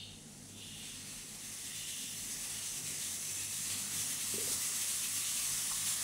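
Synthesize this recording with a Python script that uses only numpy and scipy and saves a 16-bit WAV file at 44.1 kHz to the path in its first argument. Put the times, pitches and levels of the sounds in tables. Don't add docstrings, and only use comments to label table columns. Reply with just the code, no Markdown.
import sys
import numpy as np
from scipy import signal
from scipy.fft import rfft, irfft, next_fast_len
from scipy.io import wavfile
from scipy.ndimage import uniform_filter1d, map_coordinates

SR = 44100
rng = np.random.default_rng(int(sys.argv[2]) if len(sys.argv) > 2 else 0)


def to_wav(s):
    ch = np.atleast_2d(s).T
    pcm = np.round(np.clip(ch, -1, 1) * 32767)
    wavfile.write(sys.argv[1], SR, pcm.astype(np.int16))


def voltage_ratio(level):
    return 10 ** (np.asarray(level, float) / 20)


N = 265923

# t/s, level/dB
PRESSURE = [
    (0, -60),
    (.3, -57),
    (.8, -51.5),
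    (1.3, -48.5),
    (1.7, -46),
    (2.5, -44),
    (3.5, -41.5),
    (4.5, -38.5),
    (6.03, -38),
]
# t/s, change of jet level/dB, half length/s
ROCKS = [(.752, -2, 0.019), (1.305, -2, 0.061), (1.46, 1.5, .015), (1.66, 1.5, .015), (1.72, -2, .017),
         (2.159, -2, .032), (2.323, 5, 0.011), (2.372, -1, .014), (2.61, -2.5, .014), (2.663, 1.8, .017),
         (2.765, 0.5, .014), (2.826, -3.5, .015), (2.88, 1.7, .015), (3.03, 0.5, .03), (3.66, -1, 0.023),
         (3.46, -1, .025), (3.715, 1.5, 0.012), (3.89, -3, .016), (3.99, 1.4, .031), (4.179, -3, .025),
         (4.377, -0.8, .019), (4.524, 3, .025), (4.6, -2, 0.011), (4.711, -1, 0.016), (4.81, 0, .02),
         (5.104, -0.5, .019), (5.18, 1.5, 0.013), (5.236, -2.4, .015), (5.89, 2.5, 0.02),
         (5.975, -2.5, 0.016)]
# t/s, change of level/dB, half length/s
BOIL = [
    (.95, 5.5, 0.26),
    (2.0, -4, .08),
    (2.55, 3, .1),
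    (3.1, -2, .15),
    (3.85, 1, 0.11),
    (5.25, -1, 0.23),
    (5.9, 2, 0.11),
]
# t/s, change of level/dB, half length/s
SINGS = [
    (.95, 1, .12),
    (1.2, -6, 0.087),
    (2.15, -2, .1),
    (2.55, 3, .15),
    (3.3, 1, .15),
    (3.65, -8, .08),
]
# f/Hz, density level/dB
JET_SPECTRUM = [(4200, -29), (5000, -6.5), (5600, -3.5), (6130, -2), (7040, -1), (7810, -2.5), (9740, -1),
                (10400, -4), (11200, -8.5), (12500, -39)]
# f/Hz, density level/dB
THROAT_SPECTRUM = [(1400, -41), (1650, -8.5), (1850, -3.5), (2200, -5), (2650, -2), (3500, 1), (4500, 0.5),
                   (5100, -2.5), (6000, -10), (7500, -56)]
# f/Hz, density level/dB
ROAR_SPECTRUM = [(350, -24), (600, -7), (850, -5.5), (1120, 1.5), (1350, -0.5), (1550, -2.5), (1900, -8),
                 (3000, -76)]
# f/Hz, density level/dB
FIZZ_SPECTRUM = [(9500, -59), (10800, -2), (11500, -4), (12100, 2.5), (12700, -1.5), (13500, 1),
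                 (14200, -5), (15000, -1), (15600, 2), (16000, -11)]
# f/Hz, width/Hz, level/dB
VENT_HOLLOWS = [(2104, 550, 4), (2390, 140, -2), (2666, 430, 2), (3600, 300, 1), (4476, 120, 2),
                (5100, 140, -2.5), (6270, 280, 3), (7000, 640, -1.5), (7700, 340, 4.5), (8260, 180, 4),
                (8400, 380, -0.5), (9170, 190, 2.5), (9890, 270, 3), (10500, 210, 1), (11600, 260, 7),
                (12500, 300, 5.5), (12940, 300, 4.5), (13770, 320, 5)]
# t of top/s, hold/s, level/dB, sag in mid hold/dB, rise/(dB per s)
WHEEZES = [
    (-.01, 0.0062, -48, -2, 120),
    (0.624, 0.25, -51.5, 3, 152),
    (1.8, 0.25, -49.5, 3, 93),
    (2.575, .01, -52, 4, 140),
    (3.38, 0.1, -54, 2.5, 260),
    (3.703, 0.042, -46, 3, 1500),
    (5.165, 0.11, -47.5, 3, 250),
]
# f/Hz, width/Hz, level/dB
GAPS = [
    [(2830, 177, -5), (3180, 120, -2.5), (3660, 140, -1.5), (4222, 130, -3.5), (4570, 330, -12.5)],
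    [(2484, 180, -10), (2826, 82, 4), (3200, 440, -2.5), (3560, 140, 3), (4020, 120, -5), (4460, 320, -19)],
    [(2860, 230, -3), (3280, 250, -5), (3430, 130, -2), (3610, 120, -2.5), (4070, 55, -8)],
    [(2850, 85, 15), (3540, 150, 7.5)],
    [(2610, 110, 9), (3500, 180, -22)],
    [(2370, 680, 5), (3570, 830, 4), (4430, 600, 3)],
    [(2714, 300, 0), (3600, 1100, -1)],
]
# t/s, peak level/dB, f/Hz, t60/s
KNOCKS = [(4.339, -35, 397, 0.05), (4.339, -45, 150, 0.04), (4.347, -45, 405, 0.069),
          (4.38, -33, 423, 0.063), (4.403, -44, 450, 0.082), (4.414, -39.5, 465, 0.04),
          (4.427, -43.5, 402, 0.13), (4.475, -37, 500, 0.049), (4.513, -38, 385, 0.025),
          (5.7128, -27, 1154, 0.011), (5.716, -34.5, 1055, 0.03), (5.713, -41, 920, 0.044),
          (5.715, -39, 1330, 0.035), (5.72, -38, 1940, .022), (5.731, -38, 1000, 0.02),
          (5.748, -38, 1100, 0.024)]
# f/Hz, t60/s
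TILES = [(200, 0.48), (2000, 0.94), (10000, 0.37)]
# f/Hz, width/Hz, level/dB
BURNER_HOLLOWS = [(200.6, 41.6, 0), (240, 61, -2.5), (258.8, 9.8, 2)]
# t/s, change of level/dB, half length/s
FLARES = [
    (0.314, 7, 0.27),
    (1.0, 5.4, 0.24),
    (1.467, 3.5, 0.44),
    (2.255, 7.5, 0.22),
    (2.982, 4.5, 0.19),
    (3.826, 8, 0.25),
    (4.385, 8.5, 0.19),
    (5.168, 3, 0.18),
    (5.812, 6, 0.28),
]
# f/Hz, density level/dB
AIR_SPECTRUM = [(15, -70), (30, -43), (62, -26), (85, -12.5), (193, -13), (475, -17), (580, -22),
                (800, -20.5), (1100, -27.5), (1500, -25.5), (2000, -31), (3000, -40), (6600, -120)]
# t/s, change of level/dB, half length/s
DRAUGHTS = [(.6, 2, 0.19), (1.7, 2, 0.14), (2.4, 2, 0.16), (2.92, 5, 0.14), (3.35, 3.5, 0.061),
            (3.62, -2.5, 0.055), (3.9, 4.5, .15), (5.2, -1, 0.13), (4.53, 9.5, 0.066), (4.8, 4, 0.11),
            (5.8, 1.5, .3)]
# t/s, level/dB, half length/s
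LOW_SWELLS = [(0.061, 16, 0.11), (0.428, 3.5, 0.035), (0.561, 15, 0.096), (0.779, 10.3, 0.074),
              (1.024, 14, 0.093), (1.513, 9.1, 0.11), (1.782, 12.3, 0.059), (2.152, 12, 0.14),
              (2.547, 12.5, 0.066), (2.854, 13.5, 0.056), (3.101, 12, 0.059), (3.411, 14.1, 0.15),
              (3.754, 16.7, 0.092), (4.002, 15, 0.056), (4.319, 15.5, 0.12), (4.573, 12, 0.058),
              (4.876, 11, 0.104), (5.163, 15.5, 0.063), (5.482, 11, 0.13), (5.919, 13, 0.155)]
# t/s, level/dB, half length/s
HIGH_SWELLS = [(0.11, 7.9, 0.14), (0.375, 14, 0.15), (0.759, 17, 0.096), (1.051, 13.3, 0.1),
               (1.379, 11.5, 0.12), (1.796, 17, 0.08), (2.141, 13, 0.09), (2.486, 13.9, 0.094),
               (2.88, 18.3, 0.12), (3.27, 15.8, 0.075), (3.566, 15, 0.088), (3.766, 4.4, 0.139),
               (3.951, 12.5, 0.104), (4.121, 13.6, 0.072), (4.352, 11, 0.098), (4.662, 10.6, 0.15),
               (4.987, 7.5, 0.041), (5.172, 11.5, 0.14), (5.53, 18, 0.064), (5.841, 15.9, 0.15)]


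def steam():
    (jet_db,) = curves(PRESSURE)
    rock_db, boil_db = swells(ROCKS), swells(BOIL)
    lack_db = jet_db + 38
    shut = 1 - past(jet_db, -56.5, 4.5)
    flutter = 0.49 * wobble(21.64) + 0.5 * wobble(45)

    def layer(spectrum, patchy_db):
        return rush(lambda f: voltage_ratio(along(spectrum, f)), patchy_db)

    jet = voltage_ratio(jet_db + 1.06 * rock_db + flutter) * layer(JET_SPECTRUM, patchy_db=0.75)

    throat_db = -46.5 + 0.83 * lack_db + 0.89 * rock_db + 0.32 * boil_db - 4 * shut + 2.3 * flutter
    throat = voltage_ratio(throat_db) * layer(THROAT_SPECTRUM, patchy_db=1.37)

    fizz_db = -49 + 1.18 * lack_db + 0.95 * rock_db - 3 * shut + 1.6 * flutter
    fizz = voltage_ratio(fizz_db) * layer(FIZZ_SPECTRUM, patchy_db=1.2)

    roar_db = -58 + 1.18 * lack_db + 0.3 * rock_db + boil_db - 12 * shut + 0.78 * flutter
    roar = voltage_ratio(roar_db) * layer(ROAR_SPECTRUM, patchy_db=0.7)

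    drowned = past(jet_db, -41.2, 0.4)
    rim_db = jet_db + rock_db - 11.4 + swells(SINGS) - 14 * drowned
    whistle = voltage_ratio(rim_db) * rush(lambda f: resonances([(5950, 1260, 0)], f) ** 2, patchy_db=2.4)

    def hollows(f):
        peaks_db = sum(db / (1 + ((f - c) / w * 2) ** 2) for c, w, db in VENT_HOLLOWS)
        return voltage_ratio(peaks_db - 1.37)

    return filtered(jet + throat + roar + fizz + whistle, hollows)


def wheeze():
    out, t = np.zeros(N), np.arange(N) / SR
    for (top_s, hold, db, sag_db, rise), gaps in zip(WHEEZES, GAPS):
        fall = min(0.87 * rise, 500)
        before, after = np.maximum(top_s - t, 0), np.maximum(t - top_s - hold, 0)
        sag = sag_db * np.sin(np.pi * np.clip((t - top_s) / hold, 0, 1))
        level_db = db - rise * before - fall * after - sag

        def pipe(f):
            return resonances(gaps, f) * resonances([(3500, 4600, 0)], f)

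        sputter = voltage_ratio(0.4 * wobble(60))
        out += voltage_ratio(level_db) * unit(sputter * rush(pipe, patchy_db=1.0))
    return out


def knocks():
    out, t = np.zeros(N + SR), np.arange(SR // 4) / SR
    spread = rng.uniform(-1.3, 1, (len(KNOCKS), 2))
    for (s, db, hz, t60), off in zip(KNOCKS, spread):
        neighbours = np.sin(2 * np.pi * hz * np.outer(1 + 0.24 * off, t)).sum(0)
        ring = np.sin(2 * np.pi * hz * t) + 0.35 * neighbours
        soft_onset = 1 - np.exp(-t / 0.0029)
        out[round(s * SR):][:len(t)] -= voltage_ratio(db - 60 * t / t60) * soft_onset * ring
    return out[:N]


def kitchen(x):
    sway = 22050
    out = np.zeros(N + 5 * sway)
    padded = np.pad(x, (sway + 200, 2 * sway), "reflect")
    fade = np.sin(np.pi * np.arange(2 * sway) / (2 * sway))
    hz, t, z = signal.stft(rng.standard_normal((N // sway + 3, SR // 2)), SR, nperseg=256)
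    decay = voltage_ratio(-60 * t / along(TILES, hz)[:, None])
    tails = signal.istft(z * decay, SR, nperseg=256)[1]
    tails = 0.7 * tails[0] + 0.7 * tails[1:]
    for k, tail in enumerate(tails):
        piece = fade ** 1.5 * padded[k * sway:][:2 * sway]
        answer = signal.fftconvolve(piece, tail / np.linalg.norm(tail))
        out[k * sway:][:len(answer)] += answer
    return out[sway:][:N]


def drone():
    def line(hz, drift):
        return np.sqrt(2) * np.sin(2 * np.pi * np.cumsum(hz + drift * wobble(8)) / SR)

    low = voltage_ratio(-74 + swells(LOW_SWELLS) + 1.1 * wobble(11)) * line(99, 1.53)
    high = voltage_ratio(-76.5 + swells(HIGH_SWELLS) + 1.1 * wobble(13)) * line(149.5, 3.28)

    def burner_body(f):
        return resonances(BURNER_HOLLOWS, f) * resonances([(210, 510, 0)], f)

    burner = voltage_ratio(-69 + 1.4 * swells(FLARES)) * rush(burner_body, patchy_db=0.0)
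    rumble = voltage_ratio(-69) * rush(lambda f: resonances([(38.2, 21.3, 0)], f) ** 2, patchy_db=2.5)
    air = voltage_ratio(-62 + swells(DRAUGHTS)) * rush(lambda f: voltage_ratio(along(AIR_SPECTRUM, f)), patchy_db=1.5)
    return low + high + rumble + burner + air


def splits(mono, top_hz):
    hz, t, z = signal.stft(mono, SR, nperseg=1024)
    mask, lowest_hz = np.zeros(z.shape), 4150
    for k, (late, place, size) in enumerate(rng.random((30, 3))):
        s = (k + late) * 0.24
        low = lowest_hz * (top_hz / lowest_hz) ** place
        band = (hz > low) & (hz < low * 1.17)
        moment = np.clip(1 - ((t - s) / 0.013) ** 2, 0, 1)
        mask += voltage_ratio(1.2 - 3.1 * size) * np.outer(band, moment)
    power = uniform_filter1d(uniform_filter1d(np.abs(z) ** 2, size=9, axis=0), size=3, axis=1)
    level = np.sqrt(np.abs(power))
    noise = signal.stft(rng.standard_normal(N), SR, nperseg=1024)[2]
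    noise = noise / np.sqrt(np.mean(np.abs(noise) ** 2))
    return signal.istft(mask * level * noise, SR, nperseg=1024)[1][:N]


def rush(response, patchy_db):
    z = signal.stft(rng.standard_normal(N), nperseg=512)[2]
    field = uniform_filter1d(uniform_filter1d(rng.standard_normal(z.shape), 8, 0), 14, 1)
    patchy = signal.istft(z * voltage_ratio(patchy_db * unit(field)), nperseg=512)[1][:N]
    return unit(filtered(patchy, response))


def resonances(modes, f):
    return sum((-1) ** k * voltage_ratio(db) * 1j * f * w / (c * c - f * f + 1j * f * w)
               for k, (c, w, db) in enumerate(modes))


def filtered(x, response):
    m = next_fast_len(N + SR // 2)
    return irfft(rfft(x, m) * response(np.fft.rfftfreq(m, 1 / SR)), m)[:N]


def swells(rows):
    t = np.arange(0, N + 64, 64) / SR
    total_db = sum(db * np.exp(-0.5 * ((t - s) / half) ** 2) for s, db, half in rows)
    return np.interp(np.arange(N) / SR, t, total_db)


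def wobble(rate):
    return map_coordinates(rng.standard_normal(int(N * rate / SR) + 4), [np.arange(N) * rate / SR])


def past(x, edge, over):
    return 0.5 + 0.5 * np.tanh((x - edge) / over)


def curves(rows):
    s, *cols = np.transpose(rows)
    return [np.interp(np.arange(N) / SR, s, c) for c in cols]


def along(points, hz):
    f, v = np.transpose(points)
    return np.interp(np.log(hz + 1), np.log(f + 1), v)


def unit(x):
    return x / np.sqrt(np.mean(x ** 2) + 1e-20)


def scene():
    near = steam() + wheeze() + voltage_ratio(-22) * knocks()
    mono = near + voltage_ratio(-6) * kitchen(near) + knocks() + drone()
    return np.array([mono, mono])


def roll_off(x):
    return signal.sosfilt(signal.butter(12, 16650, fs=SR, output="sos"), x)


def record(dry):
    top_hz = 15730
    mono = filtered(dry[0], lambda hz: hz < top_hz)
    apart = splits(mono, top_hz)
    mix = np.array([mono + apart, mono - apart])
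    return roll_off(mix)


dry = scene()
out = record(dry)
to_wav(out)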